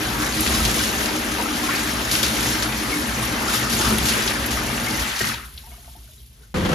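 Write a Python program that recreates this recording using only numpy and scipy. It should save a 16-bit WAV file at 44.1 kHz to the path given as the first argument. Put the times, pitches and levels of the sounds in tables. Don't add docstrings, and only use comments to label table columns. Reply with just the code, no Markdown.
import sys
import numpy as np
from scipy import signal
from scipy.fft import rfft, irfft, next_fast_len
from scipy.io import wavfile
from scipy.ndimage import uniform_filter1d

SR = 44100
rng = np.random.default_rng(int(sys.argv[2]) if len(sys.argv) > 2 else 0)


def inscribe(sig):
    pcm = np.round(np.clip(np.atleast_2d(sig).T, -1, 1) * 32767)
    wavfile.write(sys.argv[1], SR, pcm.astype(np.int16))


N = 297234


def from_db(db):
    return 10 ** (np.asarray(db) / 20)


def rms_one(x):
    return x / np.sqrt(np.mean(x ** 2) + 1e-20)


def in_time(rows):
    s, *columns = np.transpose(rows)
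    return [np.interp(np.arange(N) / SR, s, c) for c in columns]


def at_hz(points, hz):
    table = np.array(points)
    return np.interp(np.log(np.maximum(hz, 1)), np.log(table[:, 0]), table[:, 1])


def add(out, s, sound):
    size = out.shape[-1]
    start = int(np.clip(s * SR, 0, size - 1))
    out[..., start:start + sound.shape[-1]] += sound[..., :size - start]


def held(start_s, hold_s, attack_s, fall_db_per_s):
    t = np.arange(N) / SR - start_s
    return np.clip(t / attack_s, 0, 1) * from_db(-fall_db_per_s * np.maximum(t - hold_s, 0))


def drift(rate):
    r = np.exp(-80 * np.pi * rate / SR)
    noise = rng.standard_normal(N // 40 + 2002)
    slow = signal.lfilter([1], [1, -2 * r, r * r], noise)[2000:]
    return np.interp(np.arange(N) / 40, np.arange(len(slow)), rms_one(slow))


def bursts(per_s, decay_s):
    hits = (rng.random(N) < per_s / SR) * np.minimum(rng.exponential(1, N), 4) ** 2
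    power = signal.lfilter([1], [1, -np.exp(-1 / (decay_s * SR))], hits + 1e-12)
    return power / power.mean()


def coloured(x, spectrum):
    size = next_fast_len(N)
    gain = from_db(at_hz(spectrum, np.arange(size // 2 + 1) * SR / size))
    return rms_one(irfft(rfft(x, size) * gain, size)[..., :N])


def flickering(power, spectrum):
    return coloured(rng.standard_normal((2, N)) * np.sqrt(power), spectrum)


def splashing(spectrum, per_s, decay_s, wide_share, narrow_share):
    edges = np.geomspace(250, 16000, 13)
    white = rng.standard_normal((2, 2, N))
    wide = bursts(per_s, decay_s)
    bed = max(1 - wide_share - narrow_share, 0)
    out = 0
    for k, band in enumerate(zip(edges, edges[1:])):
        noise = signal.sosfilt(signal.butter(2, band, "band", fs=SR, output="sos"), white[k % 2])
        power = bed + wide_share * wide + narrow_share * bursts(per_s, decay_s)
        out = out + noise * np.sqrt(power)
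    return coloured(out, spectrum)


def booming(modes):
    out = 0
    for hz, width_hz, level_db in modes:
        r = np.exp(-np.pi * width_hz / SR)
        resonance = [1, 0, -1, 1, -2 * r * np.cos(2 * np.pi * hz / SR), r * r]
        ringing = signal.sosfilt([resonance, resonance], rng.standard_normal((2, N + SR)))[:, SR:]
        out = out + from_db(level_db) * rms_one(ringing)
    return out / np.sqrt(uniform_filter1d(out ** 2, size=6000, axis=1) + 1e-9)


def wandering(x, share, rate):
    at = np.cumsum(1 + share * drift(rate))
    return np.array([np.interp(at, np.arange(N), channel) for channel in x])


def deepened(x, deep_db, deep_hz):
    deep = signal.sosfiltfilt(signal.butter(2, deep_hz, fs=SR, output="sos"), x)
    return x + (from_db(deep_db) - 1) * deep


ROOM_T60_S = 0.25


def bathroom(x, wet_db):
    t = np.arange(SR // 2) / SR
    tail = rng.standard_normal((2, len(t))) * from_db(-60 * t / ROOM_T60_S) * (t > .002)
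    response = from_db(wet_db) * tail / np.sqrt(np.sum(tail[0] ** 2))
    response[0, 0] += 1
    return signal.fftconvolve(x[None], response, axes=1)[:, :N]


def bubble(hz, t60, rise):
    t = np.arange(int(t60 * SR) + 2) / SR
    tone = np.sin(2 * np.pi * hz * t * (1 + rise * t / t60 / 2))
    return tone * from_db(-60 * t / t60) * (1 - np.exp(-t * hz))


def crowd(low_hz, high_hz, cycles, rise, size_db, wet_db, count, size=N):
    out = np.zeros((2, size))
    for when, pitch, bulk, damping, climb, place in rng.random((count, 6)):
        hz = low_hz * (high_hz / low_hz) ** pitch
        strength = from_db(size_db * min(-np.log(1 - bulk), 3)) * hz
        sound = strength * bubble(hz, cycles * (.5 + damping) / hz, 2 * rise * climb)
        add(out, when * size / SR, np.outer([1, 2 * place - 1], sound))
    return (bathroom(out[0], wet_db) + bathroom(out[1], wet_db)[::-1])[:, :size]


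# time in seconds, level in dB.
PUMP_LEVEL = [(0, -6.5), (3.0, -1.5), (3.6, 1), (5.0, -1.5), (5.25, -19), (5.5, -50)]
# multiple of the mains pitch, level in dB before the pump level is added.
MOTOR_HUM = [(1, -41.5), (2, -42), (3, -50), (4, -42.5), (14, -49.5)]
MAINS_HZ = 60.25


def pump(waver_db=3.0, sway_rad=0.36):
    turn = 2 * np.pi * MAINS_HZ * np.arange(N) / SR
    hum = 0
    for multiple, level_db in MOTOR_HUM:
        strength = from_db(level_db + waver_db * drift(4.5)) * np.sqrt(2)
        hum = hum + strength * np.sin(multiple * turn + sway_rad * drift(3.3))
    return hum * from_db(in_time(PUMP_LEVEL)[0]) * [[1], [0]]


# pitch in Hz, gain in dB.
FOAM_COLOUR = [(150, -6), (500, -10), (1200, -19), (2300, -17), (3100, 1.5), (4000, 0), (6000, -9),
               (10000, 6.5), (13000, 3), (15500, -1)]
# time in seconds, level in dB.
FOAM_LEVEL_CURVE = [(0, -38.5), (5.5, -45), (5.9, -50), (6.2, -53), (6.5, -62)]


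def foam():
    crackle = flickering(1 + bursts(per_s=300, decay_s=0.0046), FOAM_COLOUR)
    return from_db(in_time(FOAM_LEVEL_CURVE)[0]) * crackle


def drips(level_db=-68):
    level = from_db(level_db) * held(start_s=5.35, hold_s=0.69, attack_s=.015, fall_db_per_s=87)
    strays = crowd(low_hz=600, high_hz=1500, cycles=35, rise=.3, size_db=0, wet_db=-10, count=800)
    return level * rms_one(strays)


# pitch in Hz, gain in dB.
WASH_COLOUR = [(200, -4), (450, 1), (700, -5), (1500, -2), (2500, -11), (5000, -24)]
WASH_S, WASH_HALF_S, WASH_DB = 6.425, 0.086, -59


def wash():
    hump = np.exp(-((np.arange(N) / SR - WASH_S) / WASH_HALF_S) ** 2)
    return from_db(WASH_DB) * hump * flickering(1 + bursts(per_s=140, decay_s=.005), WASH_COLOUR)


# start in seconds, starting peak in dB, pitch in Hz, length in seconds,
# change of pitch by the end as a share (below 0 it sinks).
LARGE_BUBBLES = [(0.538, -25.5, 1054, 0.035, 0.061), (0.602, -24.5, 1284, .022, .1),
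                 (1.458, -25, 1285, 0.022, 0.086), (1.635, -23.5, 1083, 0.03, -0.06),
                 (1.689, -19, 1080, 0.02, 0.12), (1.689, -20, 1350, 0.024, 0.29),
                 (1.726, -24, 1740, .02, 0.06), (2.152, -24, 1470, 0.016, .1),
                 (2.453, -24, 1930, 0.023, 0.15), (2.925, -22, 2184, 0.02, 0.04),
                 (3.226, -24.5, 1095, 0.019, 0.2), (3.483, -23.5, 1370, 0.034, 0.23),
                 (3.547, -21, 1230, .016, 0.17), (3.668, -25, 1245, .018, .1),
                 (3.861, -24, 1310, .022, 0.05), (4.571, -25, 1240, .02, .05),
                 (4.871, -23, 2140, 0.022, .04), (5.207, -24, 400, 0.018, -0.15),
                 (5.207, -21, 1870, 0.018, .06), (5.208, -21, 1550, 0.014, 0.07),
                 (5.238, -23, 2050, .018, .08), (5.295, -22, 1260, 0.01, -0.039),
                 (5.339, -31, 920, 0.02, 0.077), (5.378, -36, 1300, .02, .1), (5.396, -37, 1260, .02, .05),
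                 (5.439, -42, 1254, 0.027, .15), (5.637, -47, 870, 0.045, .06), (5.64, -57, 1100, .02, .35),
                 (5.67, -46, 950, .022, 0), (5.67, -47, 730, .028, .04), (5.716, -48, 2200, .025, .02),
                 (5.717, -45, 675, .03, 0.22), (5.724, -48, 940, .018, .1), (5.741, -46, 1150, 0.018, 0.55),
                 (5.78, -46, 680, 0.022, .06), (5.828, -56, 830, .02, .1), (5.845, -47, 1350, .008, .3),
                 (5.853, -51, 730, .018, 0), (5.857, -55, 1050, .025, .45), (5.877, -41, 674, 0.015, 0.1),
                 (5.879, -48, 890, .025, 0.07), (5.951, -45, 710, 0.022, 0), (5.953, -49, 860, .04, .1),
                 (5.967, -47, 305, 0.038, -0.04), (6.002, -59, 1100, .018, .45),
                 (6.077, -51, 1420, .012, 0.3), (6.087, -52, 630, 0.042, 0.02),
                 (6.117, -51, 3520, .02, .03), (6.18, -49, 3830, .022, 0.058),
                 (6.203, -54, 3160, .022, -0.01), (6.408, -52, 427, .025, .1),
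                 (6.434, -49, 1460, 0.013, 0.22)]
PLOP_WOBBLE = 0.015
PLOP_FADE_DB = 9


def plops():
    out = np.zeros(N)
    wobbles = rng.standard_normal((len(LARGE_BUBBLES), 10))
    for (s, peak_db, hz, length_s, rise), points in zip(LARGE_BUBBLES, wobbles):
        age = np.linspace(0, 1, int(length_s * SR) + 2)
        wobble = np.interp(age, np.linspace(0, 1, len(points)), points)
        turn = 2 * np.pi * np.cumsum(hz * (1 + rise * age ** 2 + PLOP_WOBBLE * wobble)) / SR
        envelope = (1 - np.exp(-turn / np.pi)) * (1 - age ** 4)
        add(out, s, np.sin(turn) * envelope * from_db(peak_db - PLOP_FADE_DB * age))
    return bathroom(out, wet_db=-8)


# start in seconds, hold in seconds, level in dB, middle pitch in Hz.
AIR_POCKETS = [(0.13, .15, -35, 1204), (1.367, 0.037, -31.5, 790), (1.696, 0.045, -31, 1900),
               (3.387, .05, -33, 1110), (3.474, .08, -33, 1360), (3.61, 0.055, -34, 1400),
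               (3.785, 0.085, -30.5, 1175), (4.106, 0.046, -32, 2220), (5.263, 0.022, -41, 1750),
               (5.324, 0.01, -38, 3140), (5.364, 0.086, -47, 1350), (5.367, 0.061, -47.5, 2060)]
GURGLE_SPREAD = 1.334


def gurgles():
    out, size = np.zeros((2, N)), SR // 2
    for s, hold_s, level_db, hz in AIR_POCKETS:
        run = crowd(low_hz=hz / GURGLE_SPREAD, high_hz=hz * GURGLE_SPREAD, cycles=20, rise=0.08,
                    size_db=1.5, wet_db=-4.5, count=320, size=size)
        envelope = held(0, hold_s, attack_s=.015, fall_db_per_s=208)[:size]
        add(out, s, from_db(level_db) * envelope * rms_one(run))
    return out


# start in seconds, peak in dB, pitch in Hz.
AIR_SPITS = [(0.406, -13.5, 10600), (2.113, -12.5, 4000), (3.9828, -15.5, 3100), (5.162, -21, 4300),
             (5.341, -22.5, 3350), (5.5762, -28, 3600)]
SPIT_SPREAD = 1.25


def spits(wet_db=-9):
    out, size = np.zeros(N), SR // 10
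    envelope = held(0, hold_s=.005, attack_s=0.00054, fall_db_per_s=4000)[:size]
    for s, peak_db, hz in AIR_SPITS:
        band = [hz / SPIT_SPREAD, hz * SPIT_SPREAD]
        band_filter = signal.butter(2, band, "band", fs=SR, output="sos")
        hiss = rms_one(signal.sosfilt(band_filter, rng.standard_normal(size)))
        add(out, s, from_db(peak_db) * np.tanh(hiss / 2) * envelope)
    return bathroom(out, wet_db)


# start in seconds, rough peak in dB, time to fall 60 dB in seconds,
# brightest pitch in Hz.
CRESTS = [(0.405, -13, 0.077, 10500), (0.463, -10.5, 0.071, 2500), (0.475, -11, 0.11, 3200),
          (0.55, -9, 0.039, 3500), (0.651, -7.5, 0.091, 4200), (1.058, -11.5, 0.061, 4840),
          (2.114, -13.5, 0.63, 5100), (2.113, -11, 0.32, 9900), (2.14, -14, 0.12, 2210),
          (2.152, -9, .07, 3000), (2.23, -6.5, 0.14, 4250), (2.2305, -11, .07, 10800),
          (2.264, -13, .06, 3600), (2.624, -9.5, 0.11, 4500), (2.799, -17, 0.054, 4200),
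          (3.728, -11.5, 0.16, 4560), (3.9832, -9, 0.028, 10500), (4.0858, -9.5, 0.15, 4570),
          (4.275, -10, 0.16, 3700), (4.4616, -11.5, 0.073, 10200), (5.191, -12.5, 0.09, 5580),
          (5.208, -15, .06, 480), (5.2115, -9, .035, 1900), (5.213, -15, .05, 6200),
          (5.2435, -10.5, 0.022, 1300), (5.272, -15.5, .08, 5000), (5.338, -23, .06, 3100),
          (5.359, -25, .04, 3400), (5.381, -26, .04, 2200), (5.403, -29, .04, 2300),
          (5.437, -33, .07, 1900), (5.582, -35, 0.11, 2600), (5.845, -38, .025, 1600)]


def slaps(breadth=0.81):
    out, t = np.zeros((2, N)), np.arange(SR // 4) / SR
    for s, peak_db, t60, hz in CRESTS:
        sharpness = max(1 / breadth, hz / 4000)
        splash = signal.lfilter(*signal.iirpeak(hz, sharpness, fs=SR), rng.standard_normal((2, len(t))))
        add(out, s, rms_one(splash) * from_db(peak_db - 60 * t / t60))
    return from_db(-10.5) * out


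# pitch in Hz, width in Hz of each of its two stacked resonators,
# level in dB beside the other modes of the table.
HEAVE_RINGS = [(57.9, 15, 2.5), (63.5, 16.4, -0.5), (44, 14, -9)]
SURGE_RINGS = [(108.5, 15.6, 0.23), (121.5, 10.8, 2.4), (135, 52, -0.65)]
TUB_RINGS = [(180, 43, -8), (217.8, 14, 0), (243.8, 31, -1.5), (390, 79, -6)]
PIPE_RING = [(304.6, 20.7, 0)]
# pitch in Hz, gain in dB.
THUD_COLOUR = [(25, -14), (45, -6), (90, -4.5), (150, -9), (210, 2.5), (275, -6.5), (340, 0), (480, -5.5),
               (800, -8.5), (2000, -32)]


def rumble(heave_db, surge_db, plunge_db, pipe_db):
    heave_band = signal.butter(2, [38, 95], "band", fs=SR, output="sos")
    heave = signal.sosfilt(heave_band, booming(HEAVE_RINGS))
    surge = booming(SURGE_RINGS)
    tub = booming(TUB_RINGS)
    thuds = flickering(.5 + bursts(per_s=60, decay_s=0.028), THUD_COLOUR)
    pipe = wandering(booming(PIPE_RING), share=.018, rate=5)
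    low = from_db(heave_db - 2.0) * heave + from_db(surge_db - 1.0) * surge
    plunge = from_db(plunge_db - 3.0) * tub + from_db(plunge_db - 6) * thuds
    return low + plunge + from_db(pipe_db - 1.5) * pipe


# pitch in Hz, gain in dB.
FROTH_COLOUR = [(200, -8), (450, -4), (600, -3), (800, -4), (1200, -1.5), (1750, 0), (2700, -5.5),
                (4500, -9.5), (10000, -20)]
BURBLE_COLOUR = [(450, 2.5), (800, -2), (1250, -1), (1700, -2), (2300, -2.5), (3600, -7.5)]


def churn(froth_db, burble_db):
    bubbles = crowd(low_hz=479.5, high_hz=3436, cycles=30.0, rise=.15, size_db=3.0, wet_db=-1.5, count=4600)
    glugs = crowd(low_hz=697.5, high_hz=2972, cycles=55, rise=.12, size_db=1.0, wet_db=-4.5, count=900)
    froth = splashing(FROTH_COLOUR, per_s=100, decay_s=0.0067, wide_share=0.14, narrow_share=0.29)
    burble = from_db(burble_db - 3) * coloured(bubbles, BURBLE_COLOUR)
    burble = burble + from_db(burble_db - 7.5) * coloured(glugs, BURBLE_COLOUR)
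    return burble + from_db(froth_db - 2.5) * froth


# pitch in Hz, gain in dB.
SPRAY_COLOUR = [(800, -28), (2000, -7), (3400, -.3), (6000, -1.3), (7500, -1), (10300, -3), (13000, -8.5),
                (15500, -7)]


def spray(spray_db):
    spatter = splashing(SPRAY_COLOUR, per_s=60, decay_s=0.01, wide_share=0.024, narrow_share=0.3)
    tiny = crowd(low_hz=1998, high_hz=14300, cycles=56, rise=0.16, size_db=4.0, wet_db=0, count=4200)
    fizz = coloured(tiny, SPRAY_COLOUR)
    ticks = flickering(bursts(per_s=220, decay_s=0.0036), SPRAY_COLOUR)
    splashes = flickering(bursts(per_s=26, decay_s=0.023), SPRAY_COLOUR)
    hiss = from_db(spray_db - 2.5) * spatter + from_db(spray_db - 5.5) * fizz
    return hiss + from_db(spray_db - 7.0) * (ticks + splashes)


# middle in seconds, half length in seconds,
# extra spray in dB, extra rumble in dB.
BATH_SWELLS = [(0.65, 0.32, 6, 3), (1.74, 0.1, 3, -1), (2.28, 0.19, 5, 0), (2.536, 0.13, 4, 0.5),
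               (3.24, 0.024, 3.5, -1.5), (3.555, 0.083, 5.5, 0.5), (3.825, 0.13, 6.5, 1.5),
               (4.12, 0.19, 6, 1.5), (4.69, .09, 0, 0.5)]
# middle in seconds, half length in seconds,
# extra heave in dB, extra surge in dB, extra ring of the tub in dB.
TUB_THUMPS = [(0.64, 0.068, 7, 4, -0.5), (2.088, .06, 1, 1, -6), (2.455, 0.028, -3, 5, 4),
              (3.357, 0.063, 6, 1, 2), (3.925, 0.045, 10.5, 9, 9), (4.03, 0.045, 9, 6, 3),
              (4.17, 0.038, -7, -1, 6), (5.01, 0.031, 13, -2, -7)]


def humps(rows):
    t = np.arange(N) / SR
    return sum(np.outer(extra_db, np.exp(-((t - s) / half_s) ** 2)) for s, half_s, *extra_db in rows)


def swells():
    breaking_db, rumbling_db = humps(BATH_SWELLS)
    heaving_db, surging_db, ringing_db = humps(TUB_THUMPS)
    return breaking_db, rumbling_db + heaving_db, rumbling_db + surging_db, rumbling_db + ringing_db


SETTLING_S = 5.73


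def driven(drive, running_db, spurt_db, left, throb_db=0, throb_rate=1):
    left_db, fall_db_per_s = left
    settling = from_db(left_db - fall_db_per_s * np.maximum(np.arange(N) / SR - SETTLING_S, 0))
    spurt = from_db(spurt_db) * held(start_s=5.205, hold_s=0.088, attack_s=0.0089, fall_db_per_s=144)
    running = drive * from_db(running_db + throb_db * drift(throb_rate))
    return 10 * np.log10(running ** 2 + spurt ** 2 + settling ** 2)


# time in seconds, extra surge in dB.
BOOM_CURVE = [(0, 5), (0.7, 2), (1.4, -4), (2.3, 3.5), (4.4, 4), (5.0, 3.5)]
# time in seconds, extra level in dB.
PIPE_NOTE_CURVE = [(0, 1), (2.4, 1.5), (2.95, 3), (3.1, -3.5), (3.7, 0), (5.0, -4.5)]
THRUST_ENDS_S, THRUST_FALL_DB_PER_S = 5.02, 101
AIR_ENDS_S, AIR_FALL_DB_PER_S = 5.31, 166
HEAVE_DB, SURGE_DB, PLUNGE_DB, PIPE_DB = -35.5, -40, -30, -35.5
FROTH_DB, BURBLE_DB, SPRAY_DB = -28.5, -32, -31.5
FROTH_FOLLOWS, BURBLE_FOLLOWS, DEEP_FOLLOWS = 0.19, 0.022, 0.19
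DEEP_HZ, DEEP_LOSS_DB = 900, 12.5


def jets():
    t = np.arange(N) / SR
    breaking_db, heaving_db, surging_db, ringing_db = swells()
    thrust = from_db(-THRUST_FALL_DB_PER_S * np.maximum(t - THRUST_ENDS_S, 0))
    air = from_db(-AIR_FALL_DB_PER_S * np.maximum(t - AIR_ENDS_S, 0))
    # what remains of a layer, as level in dB and fall in dB per second
    heave_db = driven(thrust, HEAVE_DB + heaving_db, spurt_db=-48, left=(-39.5, 7.4),
                      throb_db=2.0, throb_rate=1.6)
    surge_db = driven(thrust, SURGE_DB + surging_db + in_time(BOOM_CURVE)[0], spurt_db=-33.5,
                      left=(-52.5, 1.8), throb_db=0.9, throb_rate=10)
    plunge_db = driven(thrust, PLUNGE_DB + ringing_db, spurt_db=-32.0, left=(-56, 9.9),
                       throb_db=0.45, throb_rate=19)
    pipe_db = driven(thrust, PIPE_DB + in_time(PIPE_NOTE_CURVE)[0], spurt_db=-45, left=(-72, 8),
                     throb_db=3.0, throb_rate=7.6)
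    froth_db = driven(air, FROTH_DB + FROTH_FOLLOWS * breaking_db, spurt_db=-46, left=(-56, 22),
                      throb_db=0.95, throb_rate=16)
    burble_db = driven(air, BURBLE_DB + BURBLE_FOLLOWS * breaking_db, spurt_db=-52, left=(-59.5, 27))
    spray_db = driven(air, SPRAY_DB + breaking_db, spurt_db=-33.0, left=(-51, 10.5),
                      throb_db=0.94, throb_rate=10.7)
    deep_db = DEEP_FOLLOWS * surging_db - DEEP_LOSS_DB * (1 - thrust)
    churning = deepened(churn(froth_db, burble_db), deep_db, DEEP_HZ)
    return rumble(heave_db, surge_db, plunge_db, pipe_db) + churning + spray(spray_db)


GUSH_START_S, HUSH_S = 6.5415, 0.007


def hush():
    t = np.arange(N) / SR
    return 1 - np.clip((t - GUSH_START_S + HUSH_S) / .002, 0, 1) * (t < GUSH_START_S)


# pitch in Hz, gain in dB.
GUSH_COLOUR = [(25, -3), (55, -2), (110, -4.5), (180, -1.5), (280, -4.5), (410, -10), (520, -10),
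               (620, -13.5), (1400, -14), (2300, -20), (3200, -19.5), (5000, -27), (9000, -29.5),
               (15000, -39)]
# pitch in Hz, width in Hz of each of its two stacked resonators,
# level in dB beside the other modes.
GUSH_RINGS = [(44.4, 13, -12), (88, 29, -3.5), (175, 36, 0.5), (202, 20, -2), (270, 22, -11), (324, 30, -6),
              (408, 23, -12), (509, 34, -5)]
GUSH_DB, GUSH_BOOM_DB = -24, -24


def gush():
    opening = np.clip((np.arange(N) / SR - GUSH_START_S) / .0015, 0, 1)
    rush = flickering(1 + 0.53 * bursts(per_s=210, decay_s=0.0047), GUSH_COLOUR)
    return opening * (from_db(GUSH_DB) * rush + from_db(GUSH_BOOM_DB) * booming(GUSH_RINGS))


# pitch in Hz, likeness from 0 to 1.
STEREO_LIKENESS = [(60, 1), (130, 0.94), (280, 0.93), (620, 0.49), (1400, 0.16), (1850, 0.036),
                   (2300, 0.28), (2900, 0.28), (3800, 0.47), (6000, 0.63), (8200, 1), (9700, 0.93),
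                   (11500, 0.92), (13400, 1), (14800, 1)]
# pitch in Hz, left minus right in dB.
STEREO_BALANCE = [(120, 0), (500, 1.5), (1700, 3.5), (4500, 3), (6500, 1.5), (8000, -0.5)]
# pitch in Hz, left minus right in radians.
STEREO_PHASE = [(100, 0), (800, .1), (1450, -.7), (2200, .2), (4200, .15), (5200, .6), (6400, -.6),
                (7300, -1.6), (8250, -3.1), (9800, -4.9), (11500, -6.3), (12800, -6.9), (14500, -9.2),
                (15800, -9.6)]


def left_and_right(field):
    size = next_fast_len(N + SR // 10)
    hz = np.arange(size // 2 + 1) * SR / size
    middle, side = rfft(field, size)
    alike = np.clip(at_hz(STEREO_LIKENESS, hz), 0, 1)
    side = side * np.sqrt((1 - alike) / (1 + alike))
    lean = from_db(at_hz(STEREO_BALANCE, hz) / 2) * np.exp(.5j * at_hz(STEREO_PHASE, hz))
    return irfft([(middle + side) * lean, (middle - side) / lean], size)[:, :N]


def scene():
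    background = pump() + foam() + drips() + wash()
    single_events = plops() + gurgles() + spits() + slaps()
    return left_and_right(hush() * (background + single_events + jets()) + gush())


def record(dry):
    thin = signal.sosfilt(signal.butter(2, 32, "high", fs=SR, output="sos"), dry)
    return signal.sosfilt(signal.ellip(10, .2, 80, 15800, fs=SR, output="sos"), thin)


dry = scene()
out = record(dry)
inscribe(out)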